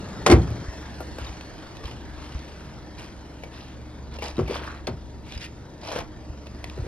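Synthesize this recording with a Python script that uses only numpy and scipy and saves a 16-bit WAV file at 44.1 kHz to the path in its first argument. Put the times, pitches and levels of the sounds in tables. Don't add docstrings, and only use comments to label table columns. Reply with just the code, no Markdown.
import sys
import numpy as np
from scipy import signal
from scipy.fft import rfft, irfft
from scipy.io import wavfile
from scipy.ndimage import uniform_filter1d

SR = 44100
rng = np.random.default_rng(int(sys.argv[2]) if len(sys.argv) > 2 else 0)


def put_to_file(sound):
    columns = np.atleast_2d(sound).T
    safe = np.clip(columns, -1, 1)
    whole_steps = np.round(safe * 32767)
    wavfile.write(sys.argv[1], SR, whole_steps.astype(np.int16))


N = 303301

# frequency in Hz, relative level in dB per Hz.
GRIT_SPECTRUM = [(1000, -11), (2400, 2.5), (5500, -4), (8000, -14), (16000, -33)]


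def gain_of(db):
    return 10 ** (np.asarray(db) / 20)


def evened(x):
    return x / np.sqrt(np.mean(x ** 2) + 1e-20)


def read(points, hz):
    f, value = np.transpose(points)
    return np.interp(np.log(hz + 30), np.log(f + 30), value)


def walk(points):
    return np.interp(np.arange(N) / SR, *np.transpose(points))


def add(mix, s, sound):
    part = mix[round(s * SR):][:len(sound)]
    part += sound[:len(part)]


def coloured(x, spectrum):
    gain = gain_of(read(spectrum, np.fft.rfftfreq(len(x), 1 / SR)))
    return evened(irfft(rfft(x) * gain, len(x)))


def drift(top_hz):
    t = np.arange(N // 100 + 2) * 100 / SR
    slow = sum(np.sin(2 * np.pi * (f * t + rng.random())) / np.sqrt(f)
               for f in np.geomspace(top_hz / 20, top_hz, 20))
    return np.interp(np.arange(N) / SR, t, evened(slow))


def resonate(x, hz, width_hz):
    turn = np.exp(2j * np.pi * hz * np.arange(len(x)) / SR)
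    r = np.exp(-np.pi * width_hz / SR)
    return 2 * (turn * signal.lfilter([1 - r], [1, -r], x / turn)).real


def patchy(x, db):
    z = signal.stft(x, nperseg=512)[2]
    field = uniform_filter1d(rng.standard_normal(z.shape), size=3, axis=0)
    field = uniform_filter1d(field, size=20, axis=1)
    return evened(signal.istft(z * gain_of(db * evened(field)), nperseg=512)[1][:N])


def engine(turns):
    # multiple, relative level in dB.
    orders = [(2, -9), (3, 1), (5, -8.5), (9, -19.5), (10, -15.5)]
    # frequency in Hz, relative level in dB per Hz.
    rumble_spectrum = [(20, -12.5), (54, -3), (124, 0.5), (306, -6.5), (940, -18.5), (1600, -42),
                       (3000, -63)]
    # frequency in Hz, relative level in dB per Hz.
    clatter_spectrum = [(600, 2.5), (1400, -2), (1800, -1), (2400, -7.5), (5000, -9), (7000, -12.5),
                        (11000, -31), (16000, -34)]
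    # frequency in Hz, width in Hz, level in dB.
    whines = [(306.7, 17.7, -50), (612, 14, -60.5), (944, 31, -60)]
    # time in seconds, distance from the engine bay in metres.
    distance = [(0, 1.05), (1.1, 1.15), (2.2, 1.8), (4.1, 2.87), (5.2, 3.2), (6.3, 2.8), (6.88, 1.6)]
    # time in seconds, level in dB.
    hum_level = [(0, -58), (.8, -43), (1.25, -45.5), (1.55, -61), (1.97, -45), (2.3, -45), (2.6, -51.5),
                 (3.4, -47), (4.16, -41.5), (5.3, -45.5), (5.9, -52), (6.3, -44.5), (6.88, -41.5)]
    clatter_db, rumble_db = -42, -43.5
    bass_share = 0.15
    open_db, shut_s = 7, 0.64

    hum = sum(gain_of(db + 1.5 * drift(8)) * np.sqrt(2) * np.cos(2 * np.pi * (k * turns + rng.random()))
              for k, db in orders)
    throb = np.exp(-(turns % 1) / 0.37)
    rumble = coloured(rng.standard_normal(N) * (1 + 0.18 * throb), rumble_spectrum)
    rumble = rumble * gain_of(0.59 * drift(10))
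    clatter = coloured(rng.standard_normal(N) * (1 + 0.53 * throb), clatter_spectrum)
    clatter = patchy(clatter, db=3.0)
    whine = sum(gain_of(db) * evened(resonate(rng.standard_normal(N), hz, width_hz))
                for hz, width_hz, db in whines)

    far_db = -20 * np.log10(walk(distance))
    bass_far_db = bass_share * far_db
    lid_db = open_db * (np.arange(N) / SR < shut_s)
    out = gain_of(walk(hum_level)) * hum
    out += gain_of(rumble_db + bass_far_db + lid_db) * rumble
    out += gain_of(clatter_db + far_db) * clatter
    return out + gain_of(bass_far_db) * whine


def breeze():
    # frequency in Hz, relative level in dB per Hz.
    air_spectrum = [(15, -28), (40, 12), (200, -7.5), (500, -80)]
    ports = [coloured(rng.standard_normal(N), air_spectrum) * gain_of(5 * drift(8)) for _ in "LR"]
    return np.array(ports) * gain_of(-52.5)


def panel(modes, blows, octaves, loose_db):
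    # frequency in Hz, relative level in dB per Hz.
    rattle_spectrum = [(150, -2.5), (500, 3.5), (2200, -5), (4500, -10), (8000, -7.5), (16000, -39.5)]
    # frequency in Hz, t60 in seconds.
    rattle_t60 = [(200, 0.6), (1000, 0.13), (6000, 0.081)]
    shake_db = 0.75
    ragged_db = 3.5
    out, t = np.zeros(N), np.arange(2 ** 14) / SR
    bins_hz = np.fft.rfftfreq(len(t), 1 / SR)
    for s, db, best_hz in blows:
        ring = np.zeros(len(t))
        for k, (hz, level_db, t60_s) in enumerate(modes):
            off_tune = np.log2(hz / best_hz) / octaves
            mode_gain = gain_of(level_db - 5.6 * off_tune ** 2 - 60 * t / t60_s)
            blow_hz = hz * (1 + 0.016 * rng.standard_normal())
            ring += (-1) ** k * mode_gain * np.sin(2 * np.pi * blow_hz * t)
        build_up = 1 - np.exp(-t * best_hz / 0.34)
        add(out, s, gain_of(db) * ring * build_up)

        chatter = gain_of(ragged_db * evened(uniform_filter1d(rng.standard_normal(len(t)), size=90)))
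        shake = rfft(coloured(chatter * rng.standard_normal(len(t)), rattle_spectrum))
        for low_hz in 100 * 2. ** np.arange(8):
            band = irfft(shake * ((bins_hz >= low_hz) & (bins_hz < 2 * low_hz)), len(t))
            rattle_db = db + loose_db - shake_db * np.log2(2 * low_hz / best_hz) ** 2
            add(out, s, gain_of(rattle_db - 60 * t / read(rattle_t60, 2.84 * low_hz)) * band)
    return out


def bonnet():
    # frequency in Hz, relative level in dB, t60 in seconds.
    modes = [(65, -4.5, 0.31), (83.5, 4.5, 0.096), (117.2, -10.5, 0.39), (155.3, -8, 0.22),
             (278, 3.5, 0.046), (331, -1.5, 0.13), (359, 1, 0.1), (446.6, -8.5, 0.14), (588, -10, 0.11),
             (760, -12.5, 0.17), (1083, -9, 0.065), (1400, -16, 0.07), (2100, -6, 0.058),
             (2700, -25, 0.029), (3615, -11, 0.029), (4330, -10, 0.034), (5140, -18, 0.039)]
    # start in seconds, level in dB, frequency driven best in Hz.
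    blows = [(0.263, -7, 1050), (0.2648, -9.5, 3840), (.272, -12.5, 616), (.297, -7.5, 360),
             (0.296, -14.5, 120), (.3, -11, 2100), (0.313, -8, 4040), (.318, -3.5, 397), (.324, -15, 2500),
             (0.328, -1, 78.5), (0.386, -18.5, 107), (0.477, -22.5, 112), (.505, -22, 90),
             (.419, -32, 4000)]
    return panel(modes, blows, octaves=0.88, loose_db=-5)


def thuds():
    # start in seconds, level in dB, time scale in seconds.
    landings = [(0.683, -25.5, 0.02), (1.213, -31.5, 0.034), (1.293, -31.5, 0.034), (1.846, -28.5, 0.021),
                (2.349, -26.5, 0.025), (5.36, -31.5, 0.019), (6.296, -31.5, 0.018), (6.822, -27.5, 0.019)]
    final_hz = 60.7
    out = np.zeros(N)
    for s, db, length_s in landings:
        u = np.arange(0, 3, 1 / (SR * max(length_s, .01)))
        shape = np.e * 4.7 * u * np.exp(-3.0 * u)
        sagging_hz = final_hz * (1 + 0.42 * np.exp(-u / 0.21))
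        add(out, s, gain_of(db) * shape * np.sin(2 * np.pi * np.cumsum(sagging_hz) / SR))
    return out


def ticks():
    # start in seconds, level in dB, pitch in Hz, t60 in seconds.
    snaps = [(1.0039, -37, 1400, 0.074), (1.1843, -35, 1580, 0.035), (1.2665, -34, 3770, 0.071),
             (1.4092, -36.5, 2560, 0.025), (1.7684, -37, 3960, 0.021), (1.8554, -33, 3200, 0.03),
             (1.912, -36.5, 2940, 0.039), (3.4353, -33, 2270, 0.05), (4.1867, -33, 2730, 0.062),
             (4.2219, -28.5, 2310, 0.06), (4.367, -38, 3850, 0.038), (4.4767, -33.5, 2280, 0.081),
             (4.6398, -42, 1710, 0.031), (4.8697, -24, 4300, 0.031), (5.322, -32.5, 3450, 0.017),
             (5.3757, -34.5, 5020, 0.038), (5.917, -37, 1486, 0.028), (5.987, -30.5, 1400, 0.024),
             (6.4683, -37.5, 2680, 0.026), (6.642, -28, 2010, 0.017), (6.6982, -36, 3043, 0.012)]
    # frequency in Hz, relative level in dB per Hz.
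    knock_spectrum = [(150, 1), (400, 18.5), (750, 14.5), (2400, -16)]
    knock_db, knock_db_per_octave = -2, 14.5
    out, t = np.zeros(N), np.arange(2000) / SR
    rise = 1 - np.exp(-t / 0.00049)
    for (s, db, hz, t60_s), noise in zip(snaps, rng.standard_normal((len(snaps), 2, len(t)))):
        snap = np.sin(2 * np.pi * hz * t) + 0.023 / t60_s * coloured(noise[0], GRIT_SPECTRUM)
        knock_gain = gain_of(knock_db + knock_db_per_octave * np.log2(2500 / hz))
        knock = knock_gain * coloured(noise[1], knock_spectrum)
        add(out, s, gain_of(db - 60 * t / t60_s) * rise * (snap + knock))
    return out


def grains(per_s, lo_hz, hi_hz, cycles):
    clumps = gain_of(2.0 * evened(uniform_filter1d(rng.standard_normal(N), size=350)))
    sizes = gain_of(1.6 * np.minimum(rng.exponential(1, N), 4)) * rng.standard_normal(N)
    clicks = clumps * sizes * (rng.random(N) < per_s / SR)
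    pitches_hz = np.geomspace(lo_hz, hi_hz, num=16)
    which = rng.integers(0, len(pitches_hz), N)
    return sum(resonate(clicks * (which == k), hz, hz / cycles) for k, hz in enumerate(pitches_hz))


def scuffs():
    # start in seconds, length in seconds, grit level in dB.
    steps = [(1.176, 0.18, -45.5), (1.825, 0.14, -46.5), (2.134, 0.74, -50.5), (2.966, 0.17, -46.5),
             (3.504, 0.27, -49)]
    # start, peak and end in seconds, grit level in dB, scrape level in dB, scrape pitch in Hz.
    rubs = [(4.113, 4.184, 4.17, -43, -42.5, 900), (4.208, 4.24, 4.33, -37, -36.5, 690),
            (4.285, 4.413, 4.6, -51.5, -53, 1210), (4.46, 4.554, 4.605, -40, -41.5, 800),
            (4.5, 4.648, 4.82, -46, -39, 1180), (4.845, 4.862, 4.78, -44, -42, 1050),
            (5.235, 5.335, 5.41, -45, -54.5, 1470), (5.398, 5.42, 5.485, -38, -48, 2200),
            (5.805, 5.926, 5.95, -37.5, -34.5, 600), (5.936, 5.963, 6.03, -36, -31.5, 735)]
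    step_rise, step_scrape_db, step_hz = 0.14, -2.5, 900
    grit = patchy(coloured(grains(7000, 1000, 13700, cycles=6), GRIT_SPECTRUM), db=2.5)
    dull = grains(1800, 293, 2870, cycles=3)
    out = np.zeros(N)
    strokes = [(s, s + step_rise * length_s, s + length_s, db, db + step_scrape_db, step_hz)
               for s, length_s, db in steps]
    for start, top, end, grit_db, scrape_db, hz in strokes + rubs:
        at = np.arange(round(start * SR), min(round(end * SR), N))
        pressure = np.interp(at / SR, [start, top, end], [0, 1, 0]) ** 0.72
        scrape = resonate(resonate(dull[at], hz, 1.13 * hz), hz, 1.13 * hz)
        stroke = gain_of(grit_db) * evened(grit[at]) + gain_of(scrape_db) * evened(scrape)
        out[at] += pressure * stroke
    return out


def door():
    # frequency in Hz, relative level in dB, t60 in seconds.
    modes = [(57.6, 0, 0.29), (90, 1.5, 0.15), (130, 1, 0.14), (235, -1, 0.054), (372.6, 0.5, 0.093),
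             (489, -1, 0.049), (612, -9, 0.044), (900, -16.5, 0.11)]
    # start in seconds, level in dB, frequency driven best in Hz.
    blows = [(4.381, -15.5, 235), (4.39, -13.5, 360), (4.403, -19, 130), (4.424, -22, 81),
             (4.496, -22.5, 313), (4.508, -22, 540), (4.558, -24, 760), (4.615, -31.5, 556),
             (4.873, -16.5, 735), (4.885, -20.5, 251), (4.902, -26.5, 114), (4.936, -31, 120),
             (5.961, -19, 770), (6.547, -32.5, 236), (6.776, -30, 520), (6.788, -24.5, 117),
             (6.837, -35, 420), (6.864, -31.5, 550)]
    return panel(modes, blows, octaves=0.59, loose_db=-10)


def yard(x):
    t = np.arange(SR // 2) / SR
    sparse = rng.choice([-1., 1.], len(t)) * (rng.random(len(t)) < 2000 / SR)
    taps = sparse * gain_of(-60 * t / 0.17) * (t > .008)
    taps = signal.lfilter([1], [1, -.7], taps)
    return signal.oaconvolve(x, taps / np.linalg.norm(taps))[:N]


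def sources(turns):
    hits = bonnet() + door() + ticks() + scuffs()
    return hits + gain_of(-15.0) * yard(hits) + thuds() + engine(turns)


def scene():
    # frequency in Hz, likeness from 0 to 1.
    likeness = [(60, 0.98), (300, 0.99), (700, 0.76), (2000, 0.61), (6800, 0.99)]
    firing_hz = 23.36
    turns = np.cumsum(firing_hz * (1 + 0.0047 * drift(2.5))) / SR
    direct, scattered = sources(turns), sources(turns)
    same = np.clip(read(likeness, np.fft.rfftfreq(N, 1 / SR)), 0, 1)
    right = irfft(same * rfft(direct) - 1j * np.sqrt(1 - same ** 2) * rfft(scattered), N)
    return np.array([direct, right]) + breeze()


def record(dry):
    # frequency in Hz, phase in radians.
    lag = [(0, 0), (1400, .2), (2000, 1.0), (4500, 1.4), (7600, 3.14), (14500, 9.42)]
    # frequency in Hz, left minus right in dB.
    balance = [(60, 0.5), (250, 0), (600, 4), (1500, 0)]
    edge_hz, ceiling = 15900, 1.05
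    hz = np.fft.rfftfreq(N, 1 / SR)
    half = gain_of(read(balance, hz) / 2) * np.exp(.5j * np.interp(hz, *np.transpose(lag)))
    ports = irfft(rfft(dry) * np.array([half, 1 / half]), N)
    rounded = ceiling * np.tanh(ports / ceiling)
    low_pass = signal.firwin(511, edge_hz, window=("kaiser", 9), fs=SR)
    return signal.oaconvolve(rounded, low_pass[None], "same")


dry = scene()
out = record(dry)
put_to_file(out)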